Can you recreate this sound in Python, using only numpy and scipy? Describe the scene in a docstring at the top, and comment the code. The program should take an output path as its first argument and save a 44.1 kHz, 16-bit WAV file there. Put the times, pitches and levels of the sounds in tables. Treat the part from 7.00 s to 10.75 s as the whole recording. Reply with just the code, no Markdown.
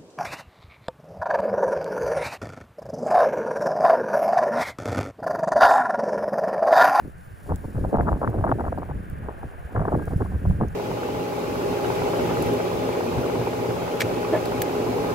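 """A soft distant drone and a brief puff come first; after half a second, gusts hit a bare pair of microphone ports.
Large eddies are slowly lurching noise (rumble) and short sagging tones (thumps); small ones sputter and slap.
The sputter and slaps are noise built from swirls and kicks of pressure; the hardest slaps are clipped softly.
Behind the wind an open field of dry grass hisses as shaped noise, with a few ticks of stalks and a faint whistle."""
import sys
import numpy as np
from scipy import signal
from scipy.fft import rfft, irfft
from scipy.io import wavfile
from scipy.ndimage import uniform_filter1d

SR = 44100
rng = np.random.default_rng(int(sys.argv[2]) if len(sys.argv) > 2 else 0)


def store_pcm(level_fs):
    """Save levels as 16-bit WAV."""
    pcm = np.round(np.clip(level_fs, -1, 1) * 32767).astype(np.int16)
    wavfile.write(sys.argv[1], SR, np.atleast_2d(pcm).T)


N = 165375  # length of the scene in samples


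def from_db(db):
    """Turn decibels into a gain."""
    return 10 ** (np.asarray(db) / 20)


def rms_one(x):
    """Scale a signal to unit power."""
    return x / np.sqrt(np.mean(x ** 2) + 1e-20)


def in_time(rows):
    """Read each column of a table over time, sample by sample."""
    times, *columns = np.transpose(rows)
    return [np.interp(np.arange(N) / SR, times, column) for column in columns]


def bins():
    """List the frequencies in the spectrum of a whole signal, in Hz (at least 1)."""
    return np.maximum(np.arange(N // 2 + 1) * SR / N, 1)


def in_frequency(rows):
    """Read each column of a table over log frequency, bin by bin."""
    hz, *columns = np.transpose(rows)
    return [np.interp(np.log(bins()), np.log(hz), column) for column in columns]


def colour(x, spectrum):
    """Shape the tone with a filter that never rings ahead of its input (minimum phase); unit power."""
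    cepstrum = irfft(np.log(from_db(in_frequency(spectrum)[0])), N)
    n = np.arange(N)
    causal_half = (n > 0) & (n < N / 2)
    response = np.exp(rfft(cepstrum * 2 * causal_half))
    return rms_one(irfft(rfft(x) * response, N))


def evened(x, window_s):
    """Hold the power steady over spans longer than the window."""
    size = max(int(window_s * SR), 2)
    power = np.mean(np.atleast_2d(x) ** 2, axis=0)
    smooth_power = uniform_filter1d(uniform_filter1d(power, size), size)
    return x / np.sqrt(np.abs(smooth_power) + 1e-4)


def drift(rate_hz):
    """Wander slowly at random with spread 1: noise through two equal low-pass stages."""
    r = np.exp(-2 * np.pi * rate_hz / SR)
    wander = signal.lfilter([1], [1, -2 * r, r * r], rng.standard_normal(N + SR))
    return rms_one(wander[SR:])  # the first second lets the filter settle


# tone of the distant drone: (frequency [Hz], relative level per Hz [dB])
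DRONE_COLOUR = [(40, 20.5), (150, 7.5), (350, 1.5), (750, 3.5), (950, -0.5), (1300, 1), (1620, 3.5),
                (2000, -6), (2500, -9.5), (3200, -16.5), (4200, -30), (7000, -60)]
# loudness of the drone: (time [s], level [dB])
DRONE_LEVEL = [(0, -47), (.6, -45), (1.8, -43), (2.2, -41.5), (3.1, -42), (3.75, -41.5)]
# left-right likeness, later limited to -1 (opposite) .. 1 (same): (frequency [Hz], likeness [no unit])
DRONE_LIKENESS = [(60, -1.9), (400, -0.029), (1000, -0.67), (1350, -0.41), (1650, 0.98), (2100, 0.79),
                  (2800, 0.17), (4000, 0.016)]


def drone():
    """Far-off smooth noise; mixing a shared and an opposed part sets how alike the two sides are."""
    alike = np.clip(in_frequency(DRONE_LIKENESS)[0], -1, 1)
    mid, side = rfft(rng.standard_normal((2, N)))
    shared = np.sqrt(1 + alike) * mid
    opposed = np.sqrt(1 - alike) * side * [[1], [-1]]
    pair = irfft(shared + opposed, N)
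    return from_db(in_time(DRONE_LEVEL)[0]) * colour(pair, DRONE_COLOUR)


# tone of the dry grass: (frequency [Hz], relative level per Hz [dB])
GRASS_COLOUR = [(1500, -15), (3500, -4.5), (4500, -2.5), (6300, -5), (7600, -0.5), (9500, 6), (12000, -6.5),
                (14500, 3), (16000, -0.5)]
# loudness of the grass before trim, flicker and sway: (time [s], level [dB])
GRASS_LEVEL = [(0, -62), (.3, -61), (.55, -56.5), (1.0, -60), (1.72, -59.5), (2.0, -63.5), (2.65, -62),
               (3.0, -57.5), (3.15, -55), (3.4, -60)]
GRASS_TRIM_DB, GRASS_FLICKER_DB, GRASS_SWAY_DB = -0.5, 1.5, 0.8
PORT_LAG_S, LAG_ABOVE_HZ = .00029, 6900


def grass(apart=0.16):
    """Dry blades hiss, sway and flicker; the top of the hiss reaches the left port later."""
    common = rfft(rng.standard_normal(N))
    lag_s = PORT_LAG_S * (bins() > LAG_ABOVE_HZ)
    late = common * np.exp(-2j * np.pi * bins() * lag_s)
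    pair = irfft(np.array([late, common]), N) + apart * rng.standard_normal((2, N))
    level_db = GRASS_TRIM_DB + in_time(GRASS_LEVEL)[0]
    level_db = level_db + GRASS_FLICKER_DB * drift(39) + GRASS_SWAY_DB * drift(14)
    return from_db(level_db) * colour(pair, GRASS_COLOUR)


# stalks that tick, level before trim: (time [s], level [dB], ringing frequency [Hz])
TICKS = [(.559, -29, 7750), (1.299, -38, 14200), (1.785, -39, 4200), (2.099, -37, 14100),
         (3.055, -34, 10500), (3.684, -37, 6300)]
TICK_DECAY_S, TICK_WIDTH_HZ = 0.0014, 100
TICK_SNAP_DB = 1  # bright snap relative to the ring


def ticks(trim_db=-8):
    """A stalk snaps: a short burst of noise, partly ringing at one pitch and partly just bright."""
    out, t = np.zeros((2, N + SR)), np.arange(SR // 20) / SR
    r = np.exp(-np.pi * TICK_WIDTH_HZ / SR)
    for start, db, hz in TICKS:
        burst = rng.standard_normal((2, len(t)))
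        resonance = [1, -2 * r * np.cos(2 * np.pi * hz / SR), r * r]
        ring = signal.lfilter([1, 0, -1], resonance, burst)
        snap = signal.lfilter([1, -1], [1], burst)
        tick = rms_one(ring) + from_db(TICK_SNAP_DB) * rms_one(snap)
        i = int(start * SR)
        out[:, i:i + len(t)] += from_db(db + trim_db) * np.exp(-t / TICK_DECAY_S) * tick
    return out[:, :N]


# faint far whistle: (time [s], frequency before waver [Hz], peak level [dB])
WHISTLE = [(2.95, 1640, -70), (2.99, 1610, -49.5), (3.05, 1630, -45), (3.1, 1620, -58), (3.16, 1670, -70)]


def whistle(waver_hz=4):
    """A thin far-off tone: one sine that wavers in pitch and ends a little higher."""
    hz, db = in_time(WHISTLE)
    t = np.arange(N) / SR
    sounding = (t > WHISTLE[0][0]) & (t < WHISTLE[-1][0])
    cycles = np.cumsum(hz + waver_hz * drift(29)) / SR
    return sounding * from_db(db) * np.sin(2 * np.pi * cycles)


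# tone of the rumble: (frequency [Hz], relative level per Hz [dB])
RUMBLE_COLOUR = [(15, -2.5), (28, -20), (45, -0.5), (64, 5), (95, 1), (140, -4.5), (190, -6), (320, -64.5)]
RUMBLE_TRIM_DB, RUMBLE_LURCH_DB = 1, 3.5
RUMBLE_APART = .3  # strength of the noise that each port feels alone, beside the shared noise


def rumble(level_db):
    """Large eddies press on both ports nearly alike, in uneven lurches of low noise."""
    air = rng.standard_normal(N) + RUMBLE_APART * rng.standard_normal((2, N))
    lurching_db = RUMBLE_TRIM_DB + level_db + RUMBLE_LURCH_DB * drift(33)
    return from_db(lurching_db) * evened(colour(air, RUMBLE_COLOUR), window_s=0.031)


# large eddies, level before trim: (time of the peak [s], rms level [dB], frequency before wobble [Hz])
THUMPS = [(0.534, -15, 76), (0.772, -19, 102.9), (0.847, -20, 117.2), (0.946, -18, 250.5),
          (1.039, -17, 105.7), (1.13, -13.5, 61.4), (1.296, -15.5, 111), (1.399, -15.5, 104.3),
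          (1.53, -17, 144.1), (1.952, -17, 69.8), (2.446, -30, 129.3), (2.655, -24.5, 71.5),
          (2.773, -20, 105.3), (2.884, -24, 138.7), (2.956, -15.5, 120.5), (3.133, -21.5, 120.5),
          (3.205, -19, 121.3), (3.358, -18, 80.4), (3.474, -17, 61.2), (3.631, -17, 134.6)]
THUMP_TRIM_DB, THUMP_RISE_S, THUMP_FALL_S, THUMP_SAG_OCT_PER_S = -6.5, 0.01, .014, 18


def thumps(wobble_oct=0.13):
    """A large eddy passes: a few swings of pressure that swell, sag in pitch and fade."""
    out, wobble = np.zeros(N), wobble_oct * drift(43.0)
    for peak_s, db, hz in THUMPS:
        near = np.abs(np.arange(N) / SR - peak_s) < .07
        t = np.flatnonzero(near) / SR - peak_s
        shape = np.exp(-.5 * (t / np.where(t < 0, THUMP_RISE_S, THUMP_FALL_S)) ** 2)
        pitch = hz * 2 ** (wobble[near] - THUMP_SAG_OCT_PER_S * t)
        swing = np.sin(2 * np.pi * (rng.random() + np.cumsum(pitch) / SR))
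        out[near] += from_db(db + THUMP_TRIM_DB) * np.sqrt(2) * shape * swing
    return out


# low-pass corner of the pressure kick of large, middling and small eddies: [Hz]
EDDY_CORNERS_HZ = [620, 1550, 4070]
EDDIES_PER_S, EDDY_SPREAD_DB = 520, 8  # the rate counts all three sizes together


def eddies():
    """Random pressure kicks of either sign and uneven strength; larger eddies kick more softly."""
    out = 0
    for hz in EDDY_CORNERS_HZ:
        born = rng.random(N) < EDDIES_PER_S / len(EDDY_CORNERS_HZ) / SR
        strength = from_db(EDDY_SPREAD_DB * np.minimum(rng.standard_normal(N), 2))
        kicks = born * rng.choice([-1, 1], N) * strength
        r = np.exp(-2 * np.pi * hz / SR)
        out = out + signal.lfilter([1 - r], [1, -r], kicks + 1e-18)
    return out


# tone of the flutter: (frequency [Hz], relative level per Hz [dB])
FLUTTER_COLOUR = [(90, -36.5), (150, -1.5), (220, 0), (310, -3.5), (420, -7.5), (600, -12.5), (1200, -92)]
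FLUTTER_TRIM_DB = -0.5
FLUTTER_APART = .42  # strength of the eddies that each port feels alone


def flutter(level_db, own):
    """Small eddies flutter above the rumble: kicks common to both ports plus each port's own."""
    kicks = eddies() + FLUTTER_APART * own
    return from_db(FLUTTER_TRIM_DB + level_db) * evened(colour(kicks, FLUTTER_COLOUR), window_s=0.058)


SWIRL_RISE_CYCLES, SWIRL_FALL_CYCLES, SWIRL_SAG_OCT_PER_CYCLE = 0.36, 0.94, 0.2936


def swirls(rows):
    """Each (time [s], level [dB], pitch [Hz]) is a few swings that swell, sag in pitch and fade."""
    out = np.zeros(N)
    for peak_s, db, hz in rows:
        first = max(int((peak_s - 3 / hz) * SR), 0)
        last = min(int((peak_s + 4 / hz) * SR), N)
        at = np.arange(first, last)
        age = (at / SR - peak_s) * hz  # in cycles
        shape = np.exp(-.5 * (age / np.where(age < 0, SWIRL_RISE_CYCLES, SWIRL_FALL_CYCLES)) ** 2)
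        pitch = hz * 2 ** (-SWIRL_SAG_OCT_PER_CYCLE * age)
        out[at] += from_db(db) * shape * np.sin(2 * np.pi * (rng.random() + np.cumsum(pitch) / SR))
    return out


SWIRL_SPREAD_DB, SWIRL_LOW_HZ, SWIRL_HIGH_HZ = 7, 258.5, 1954


def turbulence(count=3800):
    """A dense stream of small swirls, each with its own pitch and strength; higher ones tend to be stronger."""
    hz = SWIRL_LOW_HZ * (SWIRL_HIGH_HZ / SWIRL_LOW_HZ) ** rng.random(count)
    spread_db = SWIRL_SPREAD_DB * np.minimum(rng.standard_normal(count), 2)
    db = 20 * np.log10(hz / SWIRL_HIGH_HZ) + spread_db
    return rms_one(swirls(zip(rng.random(count) * N / SR, db, hz)))


# loudness of the fine sputter before trim: (time [s], level [dB])
SPUTTER_LEVEL = [(0, -62), (.06, -52.5), (.11, -70), (.43, -60.5), (.5, -37.5), (.6, -57.5), (.8, -51.5),
                 (1.0, -37), (1.17, -38), (1.45, -36.5), (1.56, -52), (1.85, -44.5), (2.05, -71),
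                 (2.2, -58), (2.27, -38.5), (2.33, -49), (2.7, -49.5), (2.78, -37.5), (2.95, -38.5),
                 (3.05, -63), (3.56, -56), (3.65, -40), (3.69, -58), (3.75, -50)]
# tone of sputter and slaps alike: (frequency [Hz], relative level per Hz [dB])
SLAP_COLOUR = [(100, -8.5), (250, 4.5), (450, 2.5), (750, 3), (1050, -5), (1300, -9), (1800, -18.5),
               (3000, -45.5)]
SPUTTER_TRIM_DB = 0.5


def sputter():
    """Small swirls sputter finely on the ports, under and between the buffets."""
    level_db = SPUTTER_TRIM_DB + in_time(SPUTTER_LEVEL)[0]
    return from_db(level_db) * evened(colour(turbulence(), SLAP_COLOUR), window_s=0.15)


# short buffets, level before trim: (start [s], length [s], level [dB])
BUFFETS = [(0.49, 0.033, -32), (0.643, 0.0027, -31), (0.752, 0.012, -35.5), (0.781, 0.004, -33.5),
           (0.841, 0.017, -34.5), (0.926, 0.037, -26.5), (0.985, 0.031, -26), (1.073, 0.018, -23),
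           (1.109, 0.031, -37), (1.216, 0.033, -25), (1.341, 0.02, -29), (1.382, 0.0068, -31),
           (1.441, 0.0088, -22), (1.468, 0.012, -25), (1.491, 0.0063, -23.5), (1.512, 0.01, -20),
           (1.588, 0.029, -27), (1.64, 0.045, -31), (1.723, 0.0043, -24.5), (1.775, 0.011, -28),
           (1.821, 0.011, -31), (1.888, 0.027, -34), (2.287, 0.0037, -27.5), (2.432, 0.0073, -33),
           (2.75, 0.03, -28.5), (2.795, 0.03, -29.5), (2.849, 0.0069, -27.5), (2.876, 0.011, -24),
           (2.92, 0.033, -24.5), (2.987, 0.04, -34.5), (3.075, 0.0064, -31), (3.109, 0.032, -36),
           (3.204, 0.02, -28.5), (3.25, 0.011, -36.5), (3.315, 0.041, -41.5), (3.452, 0.001, -26),
           (3.5, 0.0091, -37), (3.605, 0.033, -32)]
ATTACK_S, RELEASE_S, BUFFET_TRIM_DB = .002, .005, 0.5


def buffet_envelope():
    """Each buffet jumps up, holds and dies away; where they overlap the stronger one counts."""
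    t, gain = np.arange(N) / SR, 0
    for start, length, db in BUFFETS:
        before = np.minimum(t - start, 0) / ATTACK_S
        after = np.maximum(t - start - length, 0) / RELEASE_S
        gain = np.maximum(gain, from_db(db + BUFFET_TRIM_DB) * np.exp(before - after))
    return gain


# tone of the crack in a buffet: (frequency [Hz], relative level per Hz [dB])
CRACK_COLOUR = [(600, 4.5), (1100, 11), (1400, 10), (1700, -2), (2100, -11), (3500, -45)]
FIRM_DB, CRACK_DB = -30, -50  # a buffet of FIRM_DB has a crack of CRACK_DB
CRACK_GROWTH = 1.8  # dB of crack per dB of buffet
SLAP_APART = .25  # strength of the eddies that each port feels alone


def buffets(own):
    """Swirls and eddies slap the ports; the crack grows faster than the slap, so hard buffets are brighter."""
    envelope = buffet_envelope()
    kicks = turbulence() + SLAP_APART * rms_one(own)
    slap = envelope * evened(colour(kicks, SLAP_COLOUR), window_s=0.01)
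    crack_gain = from_db(CRACK_DB) * (envelope / from_db(FIRM_DB)) ** CRACK_GROWTH
    crack = crack_gain * evened(colour(kicks, CRACK_COLOUR), window_s=0.028)
    return slap + crack


# hardest single slaps, before trim, filter and overload: (time [s], peak level [dB], pitch at the peak [Hz])
SNAPS = [(.494, -20, 800), (.521, -15.5, 850), (.85, -15.5, 700), (.93, -12, 580), (.943, -8.5, 700),
         (.953, -15, 720), (.971, -13, 840), (.999, -11, 760), (1.009, -15.5, 1450), (1.085, -14, 643),
         (1.119, -14, 770), (1.129, -14.5, 1000), (1.22, -19.5, 720), (1.231, -25, 864),
         (1.276, -11.5, 1280), (1.441, -12.5, 1030), (1.516, -8.5, 1120), (1.524, -13.5, 750),
         (1.727, -18.5, 1050), (2.765, -15.5, 1230), (2.853, -17, 930), (2.881, -29, 684), (3.21, -21, 850),
         (3.216, -15.5, 296), (3.612, -12.5, 956), (3.626, -17.5, 390)]
SNAP_TRIM_DB, SNAP_TOP_HZ, SNAP_OVERLOAD_DB = -0.5, 2050, -5


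def snaps():
    """Single hard swirls strike the port; a soft limit flattens the hardest, which overload it."""
    lowpass = signal.butter(3, SNAP_TOP_HZ, fs=SR, output="sos")
    strikes = signal.sosfilt(lowpass, from_db(SNAP_TRIM_DB) * swirls(SNAPS))
    top = from_db(SNAP_OVERLOAD_DB)
    return top * np.tanh(strikes / top)


# how the ports differ: (frequency [Hz], lag of the left [radians], left minus right level [dB])
PORTS = [(40, 0.18, 0), (150, 0.36, -0.5), (423, 0.69, -0.5), (980, 1.1, 0), (1430, 1.9, 7.5),
         (1750, 0.43, 11), (2250, 11, 38), (3740, 4, 1)]


def at_ports(x):
    """The air reaches the right port first; the left one is louder from about 1.4 to 3 kHz."""
    lag, balance_db = in_frequency(PORTS)
    half = np.array([[1], [-1]]) / 2  # left, right
    gain = from_db(half * balance_db)
    even_gain = gain / np.sqrt(np.mean(gain ** 2, axis=0))
    return irfft(rfft(x) * even_gain * np.exp(-1j * half * lag), N)


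# wind on the ports, before trims and lurches: (time [s], rumble level [dB], flutter level [dB])
WIND = [(0.0, -63, -64), (0.03, -42, -40.5), (0.08, -37, -33.5), (0.11, -45, -62), (0.41, -49.5, -65),
        (0.51, -31.5, -30), (0.54, -31.5, -31.5), (0.58, -42.5, -52), (0.66, -34.5, -33.5),
        (0.74, -41.5, -45.5), (0.76, -34.5, -33), (0.88, -28.5, -29), (0.9, -34, -41), (0.94, -47, -20.5),
        (0.97, -24.5, -26), (1.05, -28.5, -29.5), (1.07, -33, -28), (1.14, -28, -28), (1.18, -33, -36.5),
        (1.22, -32, -43), (1.29, -29, -22), (1.33, -37.5, -48), (1.37, -26.5, -30.5), (1.61, -34.5, -32),
        (1.67, -30.5, -39.5), (1.79, -33, -33), (1.88, -35.5, -58), (1.94, -26.5, -36),
        (2.06, -40.5, -45.5), (2.29, -34, -40.5), (2.39, -49.5, -59), (2.44, -35, -36), (2.51, -48, -64),
        (2.66, -41, -80), (2.7, -59, -48), (2.77, -26.5, -38), (2.91, -32.5, -37), (2.96, -30, -22.5),
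        (3.09, -33, -47), (3.13, -29, -24), (3.17, -29.5, -48), (3.21, -28, -26), (3.29, -30, -42),
        (3.33, -27, -35), (3.41, -31.5, -39.5), (3.47, -20.5, -31), (3.58, -29, -40.5), (3.62, -30.5, -20),
        (3.71, -37, -50.5), (3.75, -28, -51)]


def wind():
    """Large eddies rumble and thump; small eddies and swirls add flutter, sputter, slaps and cracks."""
    rumble_db, flutter_db = in_time(WIND)
    own = np.array([eddies(), eddies()])  # felt by one port only
    large = rumble(rumble_db) + thumps()
    small = flutter(flutter_db, own) + sputter() + buffets(own) + snaps()
    return at_ports(large + small)


def scene():
    """The quiet field lies behind the wind on the ports."""
    return drone() + grass() + ticks() + whistle() + wind()


CUTOFF_HZ = 15750


def record(dry):
    """The recorder cuts the top steeply."""
    lowpass = signal.ellip(12, .1, 80, CUTOFF_HZ, fs=SR, output="sos")  # ripple and stop depth in dB
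    return signal.sosfilt(lowpass, dry)


dry = scene()
out = record(dry)
store_pcm(out)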